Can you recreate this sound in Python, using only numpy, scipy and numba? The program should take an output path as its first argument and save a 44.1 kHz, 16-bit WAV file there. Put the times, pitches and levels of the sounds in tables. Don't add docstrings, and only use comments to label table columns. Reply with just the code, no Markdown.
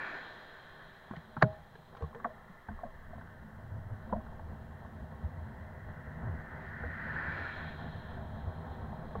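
import sys
import numpy as np
from scipy import signal
from scipy.fft import rfft, irfft, next_fast_len
from scipy.io import wavfile
from scipy.ndimage import uniform_filter1d
from numba import njit

SR = 44100
rng = np.random.default_rng(int(sys.argv[2]) if len(sys.argv) > 2 else 0)


def log_audio(samples):
    frames = np.atleast_2d(samples).T
    limited = np.clip(frames, -1, 1)
    pcm = np.round(limited * 32767).astype(np.int16)
    wavfile.write(sys.argv[1], SR, pcm)


def voltage_ratio(level):
    return 10 ** (np.asarray(level, float) / 20)


N = 405719
TIME = np.arange(N) / SR
SLOW = TIME[::64]


def level(x, db):
    return x * voltage_ratio(db) / np.sqrt(np.mean(x ** 2))


def curves(table):
    s, *columns = np.transpose(table)
    return [np.interp(SLOW, s, c) for c in columns]


def full(slow):
    return np.interp(TIME, SLOW, slow)


def walk(rate):
    hold = int(SR / rate)
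    steps = np.repeat(rng.standard_normal(N // hold + 1), hold)
    return 1.3 * uniform_filter1d(uniform_filter1d(steps, hold), hold)[:N]


def coloured(spectrum):
    hz, db = np.transpose(spectrum)
    size = next_fast_len(N)
    log_hz = np.log(np.maximum(np.fft.rfftfreq(size, 1 / SR), 1))
    gain = voltage_ratio(np.interp(log_hz, np.log(hz), db, left=-99, right=-99))
    return level(irfft(rfft(rng.standard_normal(size)) * gain, size)[:N], 0)


@njit
def svf(x, hz, width):
    y, band, low = np.empty(len(x)), 0., 0.
    for i in range(len(x)):
        g, k = np.tan(np.pi * hz[i] / SR), width / hz[i]
        v = (band + g * (x[i] - low)) / (1 + g * (g + k))
        band, low, y[i] = 2 * v - band, low + 2 * g * v, k * v
    return y


def rings(modes, t, turn=0):
    hz, width, db = np.transpose(modes)[:, :, None]
    return voltage_ratio(db) * np.sin(2 * np.pi * (hz * t + turn)) * np.exp(-np.pi * width * t)


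def onset(t, rise):
    return np.sin(np.pi / 2 * np.clip(t / np.clip(rise, .001, .03), 0, 1)) ** 2


def add(out, s, x, db):
    i = int(s * SR)
    x = x[:N - i]
    out[i:i + len(x)] += x * voltage_ratio(db) / np.abs(x).max()


# (time alongside [s], level [dB], closing speed [m/s], lane distance [m])
CARS = [
    (-.17, 2, 19.6, 3.6),
    (7.25, -0.4, 16.17, 3.36),
]


def passing(db, ahead_m, coming, going, shadow_db, colour_db=(0, 0), fade_db=0.75):
    power = 0
    for (s, car_db, speed, lane), tint_db in zip(CARS, colour_db):
        along = speed * (SLOW - s)
        decades = np.log10(np.hypot((along - ahead_m) / lane, 1))
        shadow = (1 + np.tanh((along - 7.6) / 1.3)) / 2
        loss_db = np.where(along < ahead_m, coming, going) * decades
        loss_db = loss_db + shadow_db * shadow + fade_db * np.maximum(along, 0)
        power = power + voltage_ratio(db + car_db + tint_db - loss_db) ** 2
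    return np.sqrt(power)


# (frequency [Hz], level [dB per Hz])
ROAR_SPECTRUM = [(150, -33), (250, -6.5), (346, -8), (424, -9), (488, -15), (571, -6.5), (639, -9.5),
                 (821, -7), (1080, -5), (1380, 1.5), (1500, 5.5), (1790, 0), (2000, -8), (2180, -15.5),
                 (2300, -50), (2990, -52), (5060, -120)]
EDGE_SPECTRUM = [(1500, -28), (2000, -9), (2150, -2), (2320, 2), (2450, -2.5), (2600, -7), (2850, -12.5),
                 (2960, -22), (3300, -41)]
HISS_SPECTRUM = [(1590, -34), (2700, -6), (2870, -5), (3010, -4.5), (3210, 3.5), (3450, 0.5), (3560, -3),
                 (3800, 0), (3990, -1), (4210, -0.5), (4380, -25), (4600, -22), (5980, -51), (10100, -120)]
SPRAY_SPECTRUM = [(3600, -34), (4150, -11), (4350, -3), (4650, -2.5), (5000, -6.5), (5250, -13),
                  (5500, -14), (6500, -46)]
MIST_SPECTRUM = [(4700, -30), (5050, 1), (5500, -6), (5990, -1), (6300, -7), (6750, -1), (7300, -6),
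                 (9000, -39)]
LIP_SPECTRUM = [(1700, -31), (1850, -1.5), (1960, 3), (2060, 0), (2150, -18), (2300, -42)]
# (level alongside [dB], loudest distance ahead [m], loss coming [dB per decade],
# loss going [dB per decade], loss in the shadow of the lens port [dB])
WALL_LAWS = [
    (-39.5, 0.7, 22.5, 8.5, 5.5),
    (-55.5, 2.5, 35, 12, 9.5),
    (-61.5, 5.5, 27.5, 12, -1),
    (-75.5, 2.3, 24.5, 12, 1),
    (-85, 5, 14.5, 8, 0),
    (-52.5, -2.5, 21, 16, 5),
]
# (roar [dB], edge [dB], hiss [dB], spray [dB], mist [dB], lip [dB])
CAR_TINT = [
    (0, 2, 0.1, 3, 5.5, -1),
    (-0.046, 1.5, 1, 0.11, 2, -0.5),
]
WALL_FADE = [0.44, 0.47, 0.22, 0.47, .4, .4]
FAR_LEVELS = [-64, -84.5, -81.5, -93, -99, -78]
# (time [s], swell [dB], swell of the wet hiss [dB])
FAR_SWELLS = [(0, -7, 0), (1.0, 2.5, 6), (1.8, -4, 4.5), (2.2, 3.5, -1), (2.7, 6, 1), (3.2, 4.5, 1),
              (3.6, 0.5, 0.5), (4.0, 1.5, 1.2), (4.4, -2, 2), (5.1, -5, 2.5), (6.0, -15, -1), (8, -0.5, -3),
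              (9.2, 5, 6)]
FAR_SHARES = [
    (1.07, 0.043),
    (0.12, 0.8),
    (0.041, 1.0),
    (0.1, .8),
    (0.078, .5),
    (1.2, 0),
]


def wall_leak():
    swell = .4 * walk(3.3)
    far_db = np.array(FAR_SHARES) @ curves(FAR_SWELLS) + np.c_[FAR_LEVELS]
    walls = ROAR_SPECTRUM, EDGE_SPECTRUM, HISS_SPECTRUM, SPRAY_SPECTRUM, MIST_SPECTRUM, LIP_SPECTRUM
    roar = np.zeros(N)
    for wall, law, tint, fade, db in zip(walls, WALL_LAWS, np.transpose(CAR_TINT), WALL_FADE, far_db):
        near_and_far = np.hypot(passing(*law, tint, fade), voltage_ratio(db))
        roar += coloured(wall) * full(near_and_far) * voltage_ratio(swell + 0.96 * walk(20))
    return roar


# (time [s], centre [Hz], depth [0-1])
ROAD_MIRROR = [(0, 1300, 0.53), (1.0, 1420, 0.5), (2.2, 1510, 0.54), (2.5, 1570, 1), (2.9, 1480, 0.8),
               (3.3, 1340, 0.4), (3.7, 1210, 0.2), (4.3, 1300, 0.1), (5.4, 1290, 0.7), (6.2, 1150, 0.3),
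               (7.0, 1140, 0.5), (8.0, 1240, 0.64), (9.2, 1350, 1)]


def mirrored(roar):
    hz, depth = map(full, curves(ROAD_MIRROR))
    return roar - np.clip(depth, 0, 1) * svf(roar, hz, 370.0)


# (level alongside [dB], loudest distance ahead [m], loss coming [dB per decade],
# loss going [dB per decade], loss in the shadow [dB])
TREAD_LAW = (-50, -3, 22.5, 10, 12.5)


def tread():
    width_hz, turn_m = 167.0, 6.2
    s, _, speed, _ = CARS[-1]
    along = np.where(SLOW < s / 3, turn_m, speed * (SLOW - s))
    hz = full(1752 * (1 - 0.078 * along / np.hypot(along, turn_m)))
    whine = svf(svf(rng.standard_normal(N), hz, width_hz), hz, 1.6 * width_hz)
    return level(whine, 0) * full(passing(*TREAD_LAW))


# (frequency [Hz], width [Hz], level [dB])
WALL_MODES = [(1086, 85, -6), (1786, 54, 0), (3180, 170, -12.5), (3840, 80, -11), (4110, 90, -5.5)]


def traffic():
    roar = mirrored(wall_leak()) + tread()
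    ringing = sum(voltage_ratio(db) * svf(roar, np.full(N, 1. * hz), 1. * width) for hz, width, db in WALL_MODES)
    return roar + ringing


# (frequency [Hz], level [dB per Hz])
SEAM_SPECTRUM = [(2400, -32), (2600, -12), (2780, -2), (2900, -11), (3050, -3), (3180, -11), (3350, -7),
                 (3500, -31), (4200, -32), (4380, -17), (4550, -15), (4800, -40)]
# (time [s], level [dB])
SEAM_LEVEL = [(0, -96.5), (1.8, -93), (2.5, -85), (4, -84), (6, -82.5), (6.9, -78), (7.2, -69), (7.45, -73),
              (7.6, -90), (9.2, -90)]


def seam():
    return coloured(SEAM_SPECTRUM) * voltage_ratio(full(curves(SEAM_LEVEL)[0]) + .7 * walk(12))


# (time [s], pace [0-1], coarseness of the surface [dB])
RIDE = [(0, 0.17, 6.5), (.5, 0, 0.5), (1.0, 0.1, -1), (1.5, 0.6, 1.5), (1.85, 0.16, -1.5), (2.2, 0.46, 2.5),
        (2.6, 0.08, -2), (3.1, 0.61, -1), (3.6, 0.59, -1.5), (4.0, 0.68, 1), (4.2, 0.91, 2), (5.0, 0.83, 1),
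        (5.5, 0.87, 1.5), (6.5, 0.94, 3.5), (7.1, 0.96, 3), (7.6, 0.88, 5.5), (8.2, 1, 6.5), (8.7, 1, 7.5),
        (9.2, 0.99, 8)]
# (level at rest [dB], gain at full pace [dB], level from a car alongside [dB],
# share of a bump [1], share of coarseness [1])
PART_SHAKE = [
    (-73.5, 28.5, -83.5, 0.64, -0.1),
    (-67.5, 17, -56, 0.087, 0.14),
    (-71.5, 16, -74, 0.39, 0.5),
    (-61.5, 4.5, -51.5, 0.095, 0.93),
]
# (time [s], swell [dB], length [s], extra on the bars [dB])
ROAD_BUMPS = [(2.153, -8, 0.09, 8.5), (2.956, 13, 0.03, -6), (3.162, 6.5, 0.07, 3.5), (3.48, 3, 0.056, 5.5),
              (3.81, 19, 0.22, -4.5), (4.152, 3, 0.057, 10), (5.027, 12, 0.031, -1),
              (5.244, 15.5, 0.03, -4.5), (5.463, 10, 0.097, -1.5), (5.872, 12.5, 0.043, -6),
              (6.288, 13, 0.052, -5.5), (6.58, -3, 0.15, 0), (6.857, 9, 0.043, 0.5), (7.05, -1, 0.084, 2),
              (7.98, 5, 0.029, -6), (8.482, 7, 0.026, -4.5), (8.863, 4, 0.064, -2.5), (9.053, -5.5, 0.2, 6)]


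def shaking():
    s, db, length, bars_db = np.transpose(ROAD_BUMPS)[:, :, None]
    patch = np.exp(-((SLOW - s) / length) ** 2)
    swell, bars_extra = (db * patch).sum(axis=0), (bars_db * patch).sum(axis=0)
    pace, coarse = curves(RIDE)
    rumble = passing(0, 6.9, 45, 5.9, 1.2)
    gains = []
    for rest, span, car, bump, grit in PART_SHAKE:
        road = voltage_ratio(rest + span * pace + bump * swell + grit * coarse)
        gains.append(np.hypot(road, voltage_ratio(car) * rumble))
    gains[2] = gains[2] * voltage_ratio(bars_extra)
    return [full(g) for g in gains]


def shaken(modes, grain, flicker_db, rate):
    t = TIME[:SR // 6]
    soft = 1 - np.exp(-t / 0.0007)
    uptake = np.array(modes)[:, 1:2] ** 0.16
    out = np.zeros(N)
    for push in rings(modes, t) * soft * uptake:
        flicker = voltage_ratio(flicker_db * walk(rate))
        out += flicker * signal.oaconvolve(grain * rng.standard_normal(N), push)[:N]
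    return level(out, 0)


# (time [s], frequency [Hz])
FRAME_SWAY = [(0, 75.5), (3.55, 78), (3.65, 98), (3.92, 98), (4.02, 74), (5.3, 75.7), (5.5, 81),
              (6.2, 76.3), (8, 82.6), (9.2, 73)]
# (frequency [Hz], width [Hz], level [dB])
FORK_MODES = [
    (128.6, 35, -1.5),
    (156.9, 15.6, -1.5),
]
BARS_MODES = [
    (180, 24, -16),
    (218, 14.3, 0.5),
    (251, 18, -6),
]
CASE_MODES = [(386, 29.7, -6), (476, 37, -9), (514.3, 45.4, -3.5), (625.3, 9.8, -8.5), (689, 69, 1.5),
              (797, 19.4, -9), (907, 146, 5), (1080, 79, -2.5), (1318, 78, -6), (1550, 27, -17.5),
              (1860, 68, -20), (2170, 190, -26)]
# (time [s], pressure on the lid [dB])
WIND_PRESSURE = [(0, -74), (1, -74), (1.8, -77), (2.1, -70), (2.6, -73), (2.95, -59.5), (3.3, -69.5),
                 (4.3, -60.5), (4.6, -66), (4.9, -78), (5.3, -78), (5.8, -73), (6.3, -60.5), (6.8, -72),
                 (7.6, -64), (8.6, -64), (9.2, -64)]


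def rolling():
    grain = voltage_ratio(1.03 * walk(18) + 0.96 * walk(90))
    sway_hz = full(curves(FRAME_SWAY)[0])
    sway = svf(svf(grain * rng.standard_normal(N), sway_hz, 35.0), sway_hz, 49.0)
    fork = shaken(FORK_MODES, grain, flicker_db=2.5, rate=4.3)
    bars = shaken(BARS_MODES, grain, flicker_db=0.0, rate=6)
    buzz = shaken(CASE_MODES, grain, flicker_db=-0.1, rate=11)
    parts = level(sway, 0), fork, bars, buzz
    ride = sum(part * gain for part, gain in zip(parts, shaking()))
    wind = coloured([(5, -4.0), (16, -0.5), (27, -3), (40, -12.0), (70, -15.5), (130, -17.5), (300, -45.0)])
    return ride + wind * voltage_ratio(full(curves(WIND_PRESSURE)[0]) + 9.0 + 1.5 * walk(10))


# (time [s], peak level [dB], frequency [Hz], rise [s], ring down to -60 dB [s])
SOFT_NUDGES = [(1.108, -34, 204, 0.0047, 0.051), (1.158, -45, 1890, .002, .02),
               (1.1645, -50, 2170, .002, .015), (1.425, -24.5, 560, 0.0024, 0.053),
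               (2.008, -40, 470, 0.0026, .08), (2.152, -40, 470, .005, .12), (2.254, -30, 693, .006, .04),
               (2.3, -46.5, 640, .006, 0.12), (2.689, -45, 692, .006, 0.077), (2.734, -41, 24, 0.0089, .4),
               (2.832, -32, 700, .011, .03), (2.85, -40.5, 578, 0.0047, 0.057),
               (2.862, -45, 646, .006, 0.11), (3.181, -40, 648, .001, .03), (4.1, -46, 690, 0.0089, 0.11),
               (4.125, -35, 518, 0.005, .05), (4.143, -39, 202, 0.0069, .08),
               (4.159, -36, 660, 0.0052, .05), (4.162, -39, 229, .008, 0.11), (4.176, -41, 630, 0.0088, .1),
               (8.929, -38, 900, .001, .03), (2.02, -31, 77, .016, .13), (2.032, -38, 470, .006, .06),
               (2.036, -43, 1090, .008, .04), (2.2, -45, 1130, .002, .04), (2.2465, -27, 1130, .004, .025),
               (2.495, -45, 180, .008, .1), (2.686, -41, 1560, .003, .03), (2.79, -44, 1050, .002, .02),
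               (4.1218, -33, 200, .006, .05), (4.124, -39, 1400, .002, .02), (4.395, -43, 900, .001, .02),
               (9.154, -35, 800, .002, .025), (3.131, -41, 690, .006, .05)]


def nudges():
    out, t = np.zeros(N), TIME[:SR // 3]
    for s, db, hz, rise, ring in SOFT_NUDGES:
        swing = np.sin(2 * np.pi * hz * t) * onset(t, rise)
        add(out, s, swing * voltage_ratio(-60 * t / max(ring, .005)), db)
    return out


# (time [s], peak level [dB], top part [dB], decay [s])
CONTACT_CRACKS = [(1.11, -37.5, -23, 0.0099), (1.1365, -45, -23, 0.007), (1.164, -45, -6, .005),
                  (1.3674, -32, -30, 0.0072), (1.4226, -16.5, -15, 0.0034), (1.438, -31, -29, 0.006),
                  (1.755, -48, -12, 0.0082), (1.9495, -46, -15, .0054), (1.97, -47, -13, 0.0061),
                  (2.01, -49, -30, .0054), (2.0214, -48, -9, 0.022), (2.148, -39.5, -17, .0054),
                  (2.1997, -44, -32, 0.0047), (2.2452, -26.5, -35, 0.0083), (2.6847, -43.5, -36, 0.013),
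                  (2.838, -51, -31, .0054), (3.213, -47, -30, 0.005), (3.2734, -52, -26, 0.006),
                  (4.127, -44, -21, .006), (4.267, -50, -30, .004), (4.3945, -47, -30, 0.0061),
                  (9.1552, -40, -30, 0.0059)]
# (time [s], peak level [dB], top part [dB], rise [s], decay [s])
SLIDE = (1.409, -28.5, -25, 0.012, .003)
# (frequency [Hz], level [dB per Hz])
GRIT_BODY = [(470, -69), (800, 11), (1190, 2), (1470, 6), (1770, 2), (1900, -7), (2130, -20), (2500, -29),
             (3250, -50), (5500, -120)]
GRIT_TOP = [(1350, -37), (2300, -3), (2640, -8.5), (3040, -2), (3490, -6.5), (4510, -13), (5120, -24),
            (6000, -21), (6680, -27), (7940, -40), (9670, -34), (14000, -55)]


def cracks():
    out, t = np.zeros(N), TIME[:SR // 10]
    body, top = coloured(GRIT_BODY), coloured(GRIT_TOP)
    rows = [(s, db, top_db, .002, decay) for s, db, top_db, decay in CONTACT_CRACKS]
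    for s, db, top_db, rise, decay in rows + [SLIDE]:
        i = min(int(s * SR), N - len(t))
        grit = body[i:i + len(t)] + voltage_ratio(top_db) * top[i:i + len(t)]
        dying = np.exp(-np.maximum(t - rise, 0) / max(decay, .001))
        add(out, s - .001, grit * onset(t, rise) * dying, db)
    return out


# (time [s], peak level [dB], low panel [Hz], high panel [Hz], high part [dB])
CASE_KNOCKS = [(1.111, -37.5, 366, 1080, -2), (1.1365, -38.5, 672, 1060, -12), (1.165, -43, 830, 1850, 0),
               (1.366, -36, 820, 1080, -6), (1.4225, -27, 664, 1754, -1), (1.431, -25, 1060, 1620, -10),
               (1.4395, -29, 408, 1460, -10.5), (1.754, -44.5, 450, 1670, -3), (1.967, -45, 476, 1080, 0),
               (2.008, -48, 494, 1350, -15), (2.024, -33.5, 480, 1106, -7.5), (2.148, -40, 476, 1770, -8),
               (2.248, -26.5, 697, 1095, -2), (2.2465, -32, 1460, 1600, -10), (2.686, -37.5, 700, 895, 0),
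               (2.688, -38, 1450, 1530, -3), (2.791, -43.5, 900, 1080, -11), (2.838, -39, 900, 1600, -12),
               (3.14, -46, 673, 910, -14), (3.197, -52, 1480, 1730, -2), (3.212, -49, 740, 1550, 7),
               (3.274, -46.5, 610, 1550, 9), (4.127, -24, 905, 920, -1), (4.131, -23, 600, 954, -2),
               (4.149, -35, 700, 950, -11), (4.137, -36.5, 690, 910, -13), (6.068, -47, 476, 1860, -13),
               (6.837, -32, 484, 1550, -6), (9.154, -28, 456, 1104, -8.5)]
# (time [s], peak level [dB], low panel [Hz])
MOUNT_RATTLES = [(1.928, -46, 463), (1.95, -42, 800), (2.044, -44, 471), (2.13, -43, 1080),
                 (2.162, -44, 473), (2.199, -52, 476), (2.27, -37, 495), (2.293, -45, 500),
                 (2.716, -47, 660), (2.812, -45, 660), (2.852, -47, 610), (2.865, -45, 650),
                 (2.905, -51, 710), (3.158, -49, 640), (1.53, -53, 820), (1.59, -49, 696),
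                 (3.098, -50, 604), (3.181, -43.5, 630), (4.098, -42, 1000), (4.168, -43, 900),
                 (4.207, -44.5, 760), (4.264, -46, 810), (4.394, -44, 890), (4.286, -52, 752),
                 (2.873, -51, 644), (2.306, -56, 640), (5.886, -43.5, 614), (8.929, -40, 625),
                 (4.85, -43.5, 910), (4.72, -48, 1080), (5.51, -48, 1000)]


def knocks():
    out, t = np.zeros(N), TIME[:SR // 4]
    blows = CASE_KNOCKS + [(s, db, hz, 1060, -8) for s, db, hz in MOUNT_RATTLES]
    turns = rng.random((len(blows), len(CASE_MODES) + 4, 1))
    turns[:, len(CASE_MODES):] = 0
    for (s, db, low_hz, high_hz, high_db), turn in zip(blows, turns):
        dull_db = max(-6 - high_db, 0)
        case = [(hz, width + 6, mode_db - 6.0 - .15 * dull_db + (hz > 850) * high_db)
                for hz, width, mode_db in CASE_MODES]
        panels = [(low_hz, low_hz / 17, 0), (high_hz, 70, high_db + 10.5)]
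        clamp = [(630, 9.5, 0.58 * db - 7.5), (820, 3.9, 1.0 * db - 24)]
        ringing = rings(case + panels + clamp, t, turn).sum(axis=0)
        add(out, s - .001, ringing * onset(t, 0.0029 - 0.03 * dull_db), db)
    return out


# (time [s], peak level [dB], frame [Hz], bars [Hz], bars part [dB])
FRAME_THUMPS = [(1.115, -39, 118, 171, -5), (1.168, -38.5, 78.5, 161, -2.5), (1.365, -37.5, 119, 223, -0.5),
                (1.375, -34, 119, 155, 2), (1.425, -27.5, 99, 125, -6.5), (1.4325, -14.5, 127.5, 151, -6),
                (1.451, -30, 118, 198, 2), (1.482, -37, 99, 140, -9.5), (2.0345, -36, 77, 150, 0),
                (2.148, -48, 120, 139, -6.5), (2.247, -40, 88.8, 233, 8), (2.684, -36, 73.5, 207, -9.5),
                (2.705, -34.5, 68, 218, -7.5), (2.846, -41, 113.7, 224, -2.5),
                (3.15, -42.5, 78.1, 219, -11.5), (4.1268, -33, 56.5, 205, -3), (4.157, -45, 68, 217, -17),
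                (6.237, -36, 61.6, 119, -2), (6.271, -42, 67.3, 132, -21), (6.829, -44, 64.6, 220, -9),
                (8.467, -31.5, 88, 155, -13), (9.166, -33.5, 69.6, 195, -6.5)]


def thumps():
    out, t = np.zeros(N), TIME[:SR // 2]
    for s, db, frame_hz, bars_hz, bars_db in FRAME_THUMPS:
        t60 = 0.11 * (100 / frame_hz) ** 0.93
        width = np.log(1000) / np.pi / t60
        swing = [(frame_hz, 0.67 * width, -14.0 - 1.95 * bars_db), (bars_hz, width, 0)]
        add(out, s, rings(swing, t).sum(axis=0) * onset(t, 0.0048), db)
    return signal.sosfilt(signal.butter(2, 45, "high", fs=SR, output="sos"), out)


# (time [s], peak level [dB])
SLAM_BLOWS = [
    (1.4214, -18),
    (1.4243, -7.5),
    (1.4269, -11.5),
]
# (frequency [Hz], width [Hz], level [dB])
SHELL_MODES = [(640, 150, 1.5), (1082, 193, 2.5), (1304, 80, -9.5), (1720, 135, -1), (2200, 100, -16),
               (2930, 220, -20), (3300, 200, -28), (3900, 140, -29), (4100, 120, -26.5), (4570, 200, -22),
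               (5430, 220, -44), (6300, 200, -40), (6800, 150, -38.5), (9000, 2500, -45)]
CLAMP_MODES = [(630, 7.2, 7), (820, 2.7, -13)]


def slam():
    out, t = np.zeros(N), TIME[:SR // 2]
    for s, db in SLAM_BLOWS:
        add(out, s, rings(SHELL_MODES, t).sum(axis=0) * onset(t, 0.0014), db)
    add(out, SLAM_BLOWS[1][0], rings(CLAMP_MODES, t).sum(axis=0) * onset(t, 0.0027), -27)
    return out


def scene():
    outside = traffic() + seam()
    blows = nudges() + cracks() + knocks() + thumps() + slam()
    return (outside + rolling() + blows)[None]


def roll_off(x):
    return signal.sosfilt(signal.butter(12, 15900, fs=SR, output="sos"), x)


# (frequency [Hz], level [dB per Hz])
PREAMP_HISS = [(2940, -23), (5000, 0), (6210, -0.5), (6960, -2), (7850, -1.5), (8730, -2), (11100, -2.5),
               (15200, 0.5), (15800, 3)]


def record(dry):
    mix = dry + voltage_ratio(-80.5) * coloured(PREAMP_HISS)
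    return roll_off(mix)


dry = scene()
out = record(dry)
log_audio(out)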